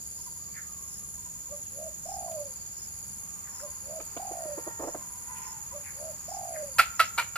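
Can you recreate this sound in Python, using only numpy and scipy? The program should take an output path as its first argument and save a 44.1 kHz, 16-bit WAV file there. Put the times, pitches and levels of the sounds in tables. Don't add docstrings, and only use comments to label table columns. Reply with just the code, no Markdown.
import sys
import numpy as np
from scipy import signal
from scipy.fft import rfft, irfft, next_fast_len
from scipy.io import wavfile
from scipy.ndimage import uniform_filter1d

SR = 44100
rng = np.random.default_rng(int(sys.argv[2]) if len(sys.argv) > 2 else 0)


def to_wav(s):
    ch = np.atleast_2d(s).T
    pcm = np.round(np.clip(ch, -1, 1) * 32767)
    wavfile.write(sys.argv[1], SR, pcm.astype(np.int16))


N = 325017
T = np.arange(N) / SR

# frequency in Hz, gain in dB.
OPEN_BEAK = [(250, -43), (480, -25.5), (680, -17), (1000, -5), (1200, 2.5), (1340, 6), (1560, -2),
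             (2000, -16), (2380, 1.5), (2720, -9.5), (3500, -19), (4300, -15), (6000, -26.5), (11000, -30),
             (15000, -38)]
TRUNK_ECHO_S = 0.039


def from_db(db):
    return 10 ** (np.asarray(db) / 20)


def rms_one(x):
    return x / np.sqrt(np.mean(x ** 2) + 1e-20)


def in_time(rows, t=T):
    s, *columns = np.transpose(rows)
    return [np.interp(t, s, c) for c in columns]


def coloured(x, points):
    size = next_fast_len(x.shape[-1])
    hz, db = np.transpose(points)
    octave = np.log2(np.fft.rfftfreq(size, 1 / SR) + 1)
    knots = np.log2(hz)
    outside = np.abs(octave - np.clip(octave, knots[0], knots[-1]))
    gain = from_db(np.interp(octave, knots, db) - 90 * outside)
    return rms_one(irfft(rfft(x, size) * gain, size)[..., :x.shape[-1]])


def band(hz, width_hz):
    edge = 1 + abs(width_hz) / hz / 2
    return [(hz / edge ** 2, -12), (hz / edge, -3), (hz, 0), (hz * edge, -3), (hz * edge ** 2, -12)]


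def stereo_noise(points, likeness, size=N):
    mid, side = coloured(rng.standard_normal((2, size)), points)
    likeness = np.clip(likeness, -1, 1)
    return rms_one(np.sqrt(1 + likeness) * mid + np.sqrt(1 - likeness) * np.array([side, -side]))


def drift(per_s, size=N):
    knots = rng.standard_normal(int(size / SR * per_s) + 3)
    return np.interp(np.arange(size) / SR * per_s, np.arange(len(knots)), knots)


def turns(hz):
    return np.cumsum(hz) / SR


def pulses(cycles, sharpness):
    return (np.sin(np.pi * cycles) ** 2) ** abs(sharpness)


def panned(x, left_db):
    return x * from_db([[left_db / 2], [-left_db / 2]])


def placed(x, left_db, lead_ms):
    right = np.interp(T - lead_ms / 1000, T, x)
    return panned(np.array([x, right]), left_db)


def add(out, s, sound):
    at = max(round(s * SR), 0)
    out[..., at:at + sound.shape[-1]] += sound[..., :max(N - at, 0)]


def forest(x, t60, dull_hz):
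    t = T[:SR]
    tail = rng.standard_normal((2, SR)) * from_db(-60 * t / t60) * (1 - np.exp(-t / 0.0039))
    tail = tail / np.sqrt(np.sum(tail ** 2) / 2)
    dulling = signal.butter(1, min(dull_hz, SR / 3), fs=SR, output="sos")
    tail = signal.sosfilt(dulling, tail)
    return signal.fftconvolve(x[None], tail, axes=1)[:, :N]


def trunk_echo(x, db):
    return x + from_db(db) * np.interp(T - TRUNK_ECHO_S, T, x)


def ambience():
    # frequency in Hz, density in dB per Hz.
    deep_colour = [(13, -49), (22, -0.5), (32, -17), (59, 2.5), (125, -1), (160, -52), (280, -120)]
    upper_colour = [(115, -17), (135, -1.5), (200, -1), (240, -12.5), (330, -28.5)]
    hush_colour = [(200, 3), (400, 2), (1000, -6.5), (2000, -9), (3000, -9), (3900, -10), (4600, -1),
                   (5700, -1), (6200, 0.5), (8300, -0.5), (10000, 3.5), (11600, 4), (12400, -58),
                   (15000, -56)]
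    deep = stereo_noise(deep_colour, likeness=0.81) * from_db(-56.33)
    upper = stereo_noise(upper_colour, likeness=0.056) * from_db(-58.27)
    hush = stereo_noise(hush_colour, likeness=0.011) * from_db(-50.5)
    return panned(deep, left_db=-4.0) + panned(upper, left_db=-3.0) + panned(hush, left_db=0.4)


def far_din():
    # time in seconds, level in dB before the trim.
    din_levels = [(0.0, -64), (4.03, -55.5), (4.16, -53), (4.79, -55.5), (4.94, -55.5), (6.7, -54.5)]
    # frequency in Hz, density in dB per Hz.
    din_colour = [(800, 5.5), (1100, 2.5), (1500, -2), (2000, -6), (2400, -3), (3200, -14)]
    trim_db = -3
    wash = panned(stereo_noise(din_colour, likeness=0.024), left_db=-2.5)
    return wash * from_db(in_time(din_levels)[0] + trim_db)


def bout(stop, hold, swell_db_per_s, release_db_per_s):
    swell_db = -swell_db_per_s * np.maximum(stop - hold - T, 0)
    release_db = -release_db_per_s * np.maximum(T - stop, 0)
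    return from_db(swell_db + release_db)


def tree_cricket():
    # stop in seconds, hold in seconds.
    trill_bouts = [(.55, .6), (3.08, 0.89), (4.588, 0.84), (6.799, 0.82)]
    strokes_per_s = 65.5 + 1.48 * drift(2.06)
    strokes = rms_one(1.0 + pulses(turns(strokes_per_s), sharpness=0.65))
    singing = sum(bout(s, hold, swell_db_per_s=52, release_db_per_s=71) for s, hold in trill_bouts)
    tone = panned(stereo_noise(band(4727, 87), likeness=0.011), left_db=-1.5)
    return tone * strokes * from_db(-61) * singing


def wing_tone(strokes, per_s, hz):
    return np.sqrt(2) * np.sin(2 * np.pi * hz * (strokes % 1) / per_s)


def katydids():
    buzz_stops = [.39, 1.16, 1.865, 2.545, 3.235, 3.97, 4.69, 5.41, 6.12, 6.8]
    zip_stops = [.3, 1.35, 2.37, 3.412, 4.47, 5.48, 6.85]
    buzz_rate, zip_rate = 137.3, 91.4
    buzz_db, buzz_rest_db = -50.5, -59
    zip_db, zip_rest_db = -56.5, -67

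    scrape = turns(buzz_rate + 1.0 * drift(4.5))
    noise = stereo_noise(band(10780, 650), likeness=.9)
    ringing = .66 * wing_tone(scrape, buzz_rate, hz=10790) + .73 * noise
    gate = rms_one(.1 + pulses(scrape, sharpness=3.5))
    buzzing = sum(bout(s, hold=0.3, swell_db_per_s=58, release_db_per_s=700) for s in buzz_stops)
    buzz = ringing * gate * np.hypot(from_db(buzz_db) * buzzing, from_db(buzz_rest_db))

    stroke = turns(zip_rate + 0.4 * drift(4.9))
    slide_hz = 9250 - 1700 * (stroke % 1 - .5) + 260 * drift(3000)
    zip_bouts = [bout(s, hold=0.24, swell_db_per_s=22, release_db_per_s=170) for s in zip_stops]
    zipping = np.max(zip_bouts, axis=0)
    zip_tone = rms_one(np.sin(2 * np.pi * turns(slide_hz)) * pulses(stroke, sharpness=0.24))
    zips = zip_tone * np.hypot(from_db(zip_db) * zipping, from_db(zip_rest_db))
    return panned(buzz, left_db=6.0) + panned(zips, left_db=-0.5)


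def bush_cricket():
    # stop in seconds, level in dB before the trim.
    rattles = [(.26, -54), (0.989, -51), (2.16, -49.5), (2.858, -50), (3.632, -48.5), (4.92, -55),
               (5.52, -49.5), (6.37, -50), (7.08, -47)]
    wing_hz, strokes_per_s, trim_db = 5340, 94, -3
    strokes = pulses(turns(strokes_per_s * (1 + .04 * drift(40))), sharpness=4)
    tone = rms_one(np.sin(2 * np.pi * turns(wing_hz + 70 * drift(500))) * strokes)
    song = tone * sum(from_db(db + trim_db) * bout(s, hold=0.063, swell_db_per_s=174, release_db_per_s=700)
                      for s, db in rattles)
    tail = from_db(-9) * forest(song, t60=0.071, dull_hz=7000)
    return placed(song, left_db=6.0, lead_ms=0.077) + tail


def cricket():
    # time in seconds, chirps per second.
    chirp_rate = [(0, 20.3), (1, 18.9), (4, 19.4), (7, 21.45)]
    # frequency in Hz, gain in dB.
    song_colour = [(6150, -27), (6300, -21), (6480, -4), (6570, -3.5), (6680, 4.5), (6720, 8.5), (6840, 6),
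                   (6915, 7.5), (6985, 2), (7090, 1.5), (7250, 1), (7750, -8), (8200, -17)]
    overtone_colour = [(12600, -10), (13300, -0.5), (13700, -7), (14300, 5), (15200, -26)]
    chirps = turns(in_time(chirp_rate)[0]) + .1
    stroke = 4 * chirps + .03 * drift(70)
    effort = 0.63 + pulses(chirps, sharpness=2.1)
    hz = 6990 - 1980 * (stroke % 1 - .5) + 130 * drift(300)
    direct = coloured(np.sin(2 * np.pi * turns(hz)) * pulses(stroke, sharpness=.6) * effort, song_colour)
    scattered = from_db(-1) * rms_one(forest(direct, t60=.045, dull_hz=9000))
    chorus = from_db(-3.5) * stereo_noise(song_colour, likeness=0)
    song = rms_one(placed(direct, left_db=0, lead_ms=.055) + scattered + chorus)
    overtone = panned(stereo_noise(overtone_colour, likeness=-0.068), left_db=1.4) * from_db(-53)
    return panned(song, left_db=-4.0) * from_db(-42) + overtone * rms_one(3.8 + effort)


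def far_birds():
    # middle in seconds, length in seconds, start pitch in Hz, end pitch in Hz,
    # width of the noise in Hz, level in dB.
    calls = [(.565, .075, 2160, 1600, 603, -50), (1.665, 0.063, 3350, 2250, 250, -65),
             (3.46, 0.073, 2260, 1560, 450, -60.5), (5.415, .14, 2580, 2100, 900, -57.5),
             (5.874, .09, 2340, 1603, 650, -54), (6.546, 0.089, 2410, 1537, 600, -54.5)]
    out = np.zeros((2, N))
    for s, length, start_hz, end_hz, width, db in calls:
        u = np.linspace(0, 1, int(length * SR))
        hoarse = signal.hilbert(stereo_noise(band(start_hz, width), likeness=0.13, size=len(u)))
        call = np.real(hoarse * np.exp(2j * np.pi * turns((end_hz - start_hz) * u)))
        flicker = from_db(db + 5.1 * drift(48, size=len(u)))
        add(out, s - length / 2, flicker * pulses(u, sharpness=0.34) * call)
    return out + from_db(-1) * forest(out[0], t60=0.31, dull_hz=4000)


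def twigs():
    # start in seconds, centre
    # frequency in Hz, starting level in dB.
    snaps = [(2.318, 2670, -55), (3.585, 10000, -47), (3.595, 1400, -44.5), (3.703, 9500, -45),
             (4.006, 2520, -56), (4.052, 9920, -39), (4.171, 2890, -47), (5.984, 1495, -52)]
    out, t = np.zeros((2, N)), T[:SR // 20]
    for s, hz, db in snaps:
        noise = stereo_noise(band(hz, hz / 2), likeness=0.48, size=len(t))
        add(out, s, from_db(db - 60 * t / 0.068) * noise)
    return out


def far_note(length, hz, arch, fall, rough, lift_db):
    # level in dB, before lift_db
    harmonic_levels = [-27, 0, -15, -13, -28]
    u = np.linspace(0, 1, int(length * SR))
    waver = rough * (.022 * drift(35, size=SR) + .035 * drift(400, size=SR))[:len(u)]
    pitch = hz * (1 - arch * (2 * u - 1) ** 2 - fall * (u - .5)) * (1 + waver)
    phase = 2 * np.pi * turns(pitch)
    note = sum(from_db(level + lift_db * (k > 2)) * np.sin(k * phase)
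               for k, level in enumerate(harmonic_levels, 1))
    flicker = from_db(3 * drift(40, size=SR)[:len(u)])
    return rms_one(note) * flicker * pulses(u, sharpness=.2)


def far_fowl():
    # start in seconds, level in dB.
    cackle_rows = [(0.181, -58.5), (0.262, -54), (.355, -60), (.472, -64), (1.173, -59), (1.252, -54),
                   (1.349, -60), (1.463, -63), (2.273, -53), (2.369, -61), (5.707, -48), (6.751, -51)]
    # start in seconds, length in seconds, pitch in Hz, arch as a share
    # of the pitch, level in dB, roughness (scales the waver), lift of the overtones in dB.
    crow_rows = [(.38, 0.19, 589, 0.087, -65, 0.9, 3), (.62, 0.15, 607, 0.096, -63, 0.68, -3),
                 (.73, 0.16, 547, 0.062, -64, 1, 2), (0.989, 0.072, 610, 0.14, -64, 0.27, -8),
                 (3.221, .33, 600, 0.098, -63.5, 1, 0), (3.454, 0.33, 510.6, .03, -61, 1.23, 4),
                 (4.324, 0.24, 469, 0.011, -59.5, .35, 12), (4.545, 0.39, 462, 0.019, -51, .7, 5),
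                 (4.934, 0.128, 517, 0.069, -54.5, 1.03, 4), (5.082, 0.135, 507, 0.071, -57.5, 0.97, -2),
                 (5.198, .41, 503, 0.082, -53.5, 0.72, 4), (5.246, 0.4, 454, 0.029, -55, 1.01, 3),
                 (6.171, .12, 617, 0.046, -66, .5, -4)]
    cackles, crows = np.zeros((2, N))
    for s, db in cackle_rows:
        note = far_note(0.034, 494.4, arch=0, fall=0.14, rough=0.24, lift_db=-2)
        add(cackles, s, from_db(db) * note)
    for s, length, hz, arch, db, rough, lift_db in crow_rows:
        add(crows, s, from_db(db) * far_note(length, hz, arch, 0.0225, rough, lift_db))
    direct = placed(cackles + crows, left_db=-5.5, lead_ms=0.2)
    return direct + from_db(-1) * forest(crows + from_db(-7) * cackles, t60=.5, dull_hz=3050)


def coo_note(top_s, rise, fall, start_hz, top_hz, end_hz, db, trill, smooth_s):
    rounding_s, edge_s, swell_s, trill_fade_s = 0.0261, 0.003, 0.076, 0.08
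    droop_hz, droop_s = 60, .022
    crop_hz, loss_db_per_hz = 587.4, 0.27
    t = np.arange(top_s - rise, top_s + fall, 1 / SR)
    bend = lambda s: np.hypot(s, rounding_s) - rounding_s
    slope = np.where(t < top_s, (top_hz - start_hz) / bend(rise), (top_hz - end_hz) / bend(fall))
    hz = top_hz - bend(t - top_s) * slope
    hz = hz - droop_hz * np.exp((t - t[-1]) / droop_s)
    edges = np.minimum(np.minimum(t - t[0], t[-1] - t) / edge_s, 1)
    swell = np.minimum(0.54 + (t - t[0]) / swell_s, 1)
    gain = edges * swell * from_db(db - loss_db_per_hz * np.maximum(crop_hz - hz, 0))
    depth = np.clip(trill, 0, 1) * np.clip((smooth_s - t) / trill_fade_s, 0, 1)
    return t, hz, gain, depth


def dove():
    delays_s = [0, 2.109, 4.226]
    # time in seconds, pulses per second.
    trill_rate = [(2.046, 28.3), (2.5, 89.6)]
    # top in seconds, rise in seconds, fall in seconds,
    # start pitch in Hz, top pitch in Hz, end pitch in Hz before the droop, level in dB, trill depth 0-1,
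    # time in seconds when the trill has smoothed out, octave level in dB at 560 Hz and above.
    notes = [(1.54, 0.06, 0.044, 466, 601.5, 510, -42, 0.05, 1.6, -16),
             (1.866, 0.17, 0.0326, 478, 651, 560, -41.5, .7, 1.89, -30),
             (2.122, .069, .41, 620, 750, 508, -38, 0.95, 2.37, -32)]
    out, trill_start = np.zeros(N), trill_rate[0][0]
    beats = turns(np.where(T < trill_start, 72, in_time(trill_rate)[0]))
    beats = beats - np.interp(trill_start, T, beats)
    for *note, octave_db in notes:
        t, hz, gain, depth = coo_note(*note)
        cycles = np.interp(t, T, beats)
        for delay in delays_s:
            slide = .09 * depth * np.tanh(6 * (cycles % 1 - .42))
            waver = 0.024 * drift(300, size=SR)[:len(t)]
            phase = 2 * np.pi * turns(hz * (1 + slide + waver))
            gate = 1 - .9 * depth + depth * pulses(cycles, sharpness=1.2)
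            gate = gate * from_db(.7 * drift(260, size=SR)[:len(t)])
            octave = from_db(np.interp(hz, [450, 505, 560], [10, -5, octave_db])) * np.sin(2 * phase)
            add(out, t[0] + delay, np.sqrt(2) * gain * gate * (np.sin(phase) + octave))
    out = trunk_echo(out, db=-14.5)
    return placed(out, left_db=-4.3, lead_ms=.13) + from_db(-18) * forest(out, t60=.4, dull_hz=2000)


def through_throat(x, points):
    hz, db = np.transpose(points)
    log_gain = np.log(from_db(np.interp(np.fft.rfftfreq(len(x), 1 / SR), hz, db)))
    cepstrum = irfft(log_gain, len(x))
    causal = 2 * cepstrum * (np.arange(len(x)) < len(x) // 2)
    return rms_one(irfft(rfft(x) * np.exp(rfft(causal)), len(x)))


def voice_pulses(phase):
    order = np.arange(1, 25)[:, None]
    return np.cos(order * phase + rng.uniform(0, 2 * np.pi, order.shape)).sum(axis=0)


def hoarse_air(phase):
    return rng.standard_normal(len(phase)) * (1 + .5 * np.cos(phase))


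def soft_clucks():
    # start in seconds, hold in seconds, level in dB, beak opening 0-1.
    mutters = [(3.996, 0.0046, -42, 0.37), (4.16, 0.005, -38, 0.3), (4.307, 0.0018, -38.5, 0.01),
               (4.45, .001, -42, 0), (4.573, 0.0078, -36, 0.01), (4.664, 0.0075, -35.5, 0.08),
               (4.791, .014, -37, 0.01), (4.817, 0.029, -36, 0.08), (4.867, 0.016, -35, 0.05),
               (4.942, 0.0041, -33, 0.01)]
    # frequency in Hz, gain in dB.
    closed_beak = [(130, -27), (250, -4.5), (370, 1.5), (500, 7), (680, 0.5), (900, -4.5), (1300, -12.5),
                   (1800, -23), (3500, -40), (7000, -69)]
    rise_s, t60_s, rough = 0.0063, 0.057, 0.89
    closed_hz, open_drop_hz = 376.6, 206
    out, t = np.zeros(N), T[:SR // 8]
    for s, hold, db, opening in mutters:
        hz = closed_hz - open_drop_hz * opening
        pitch = hz * (1 - 0.14 * np.tanh((t - rise_s) / 0.009)) * (1 + 0.195 * drift(918, size=len(t)))
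        phase = 2 * np.pi * turns(pitch)
        source = rms_one(voice_pulses(phase)) + 2 * rough * rms_one(hoarse_air(phase))
        opening = np.clip(opening, 0, 1)
        voice = opening * through_throat(source, OPEN_BEAK)
        voice = voice + (1 - opening) * through_throat(source, closed_beak)
        voice = voice / np.sqrt(uniform_filter1d(voice ** 2, size=200) + 1e-9)
        push_db = -22 * np.maximum(1 - t / rise_s, 0) - 60 * np.maximum(t - rise_s - hold, 0) / t60_s
        add(out, s, voice * from_db(db + push_db))
    return out


def alarm_clucks():
    # start in seconds, length of the hoarse catch in seconds,
    # hold in seconds, pitch in Hz, voice level in dB, rasp level in dB, throat tuning as a ratio,
    # time in seconds for the voice to drop 60 dB.
    alarms = [(6.783, .0145, .001, 662, -9, -19.5, 1, .045),
              (6.9935, .0095, .001, 652, -10.5, -22.5, .97, .066),
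              (7.176, .008, .016, 452, -22.5, -29.5, .95, .055), (7.355, .003, .004, 665, -28, -36, 1, .1)]
    # frequency in Hz, gain in dB.
    rasp_colour = [(250, -24.5), (650, -7), (1000, -7), (1350, 3.5), (1850, -1), (2380, 2), (2750, -4.5),
                   (3300, -6), (3700, -10.5), (4400, -4.5), (6000, -17), (11000, -14), (14500, -17),
                   (15500, -40)]
    rasp_catch_db, rasp_rise_s, rasp_t60_s = -4, 0.0023, 0.13
    voice_swell_db_per_s, jitter = 2000, 0.022
    arch_share, arch_s = 0.0634, 0.00284
    out, t = np.zeros(N), T[:SR // 6]
    for s, catch, hold, hz, voice_db, rasp_db, throat, t60 in alarms:
        early, late = np.maximum(catch - t, 0), np.maximum(t - catch - hold, 0)
        arch = arch_share * np.exp(-((t - catch - hold / 2) / (arch_s + hold / 2)) ** 2)
        phase = 2 * np.pi * turns(hz * (1 + arch + jitter * drift(960, size=len(t))))
        voice = through_throat(voice_pulses(phase), [(f * throat, db) for f, db in OPEN_BEAK])
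        rasp = through_throat(hoarse_air(phase), [(f * throat, db) for f, db in rasp_colour])
        rasp = rasp * from_db(2.0 * drift(443, size=len(t)))
        voice_gain = from_db(voice_db - voice_swell_db_per_s * early - 60 * late / t60)
        rasp_gain = from_db(rasp_db + rasp_catch_db * early / catch - 60 * late / rasp_t60_s)
        add(out, s, (voice * voice_gain + rasp * rasp_gain) * np.minimum(t / rasp_rise_s, 1))
    return trunk_echo(out, db=-34)


def rooster():
    alarm = alarm_clucks()
    low = signal.sosfiltfilt(signal.butter(3, 1850, fs=SR, output="sos"), alarm)
    top = signal.sosfiltfilt(signal.butter(3, 6500, "high", fs=SR, output="sos"), alarm)
    treble = alarm - low - top
    direct = placed(low, left_db=-5.0, lead_ms=0.013) + placed(treble, left_db=2.5, lead_ms=0.056) + top
    mutter = soft_clucks()
    tail = from_db(-16.5) * forest(alarm, t60=0.57, dull_hz=4000)
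    tail = tail + from_db(-6) * forest(treble, t60=.2, dull_hz=4500)
    tail = tail + from_db(-11) * forest(mutter, t60=0.31, dull_hz=2960)
    return direct + placed(mutter, left_db=-4.0, lead_ms=0.13) + tail


def scene():
    insects = tree_cricket() + katydids() + bush_cricket() + cricket()
    birds = far_din() + far_birds() + far_fowl() + dove() + rooster()
    return ambience() + insects + twigs() + birds


def record(dry):
    return signal.sosfilt(signal.ellip(10, .1, 80, 15400, fs=SR, output="sos"), dry)


dry = scene()
out = record(dry)
to_wav(out)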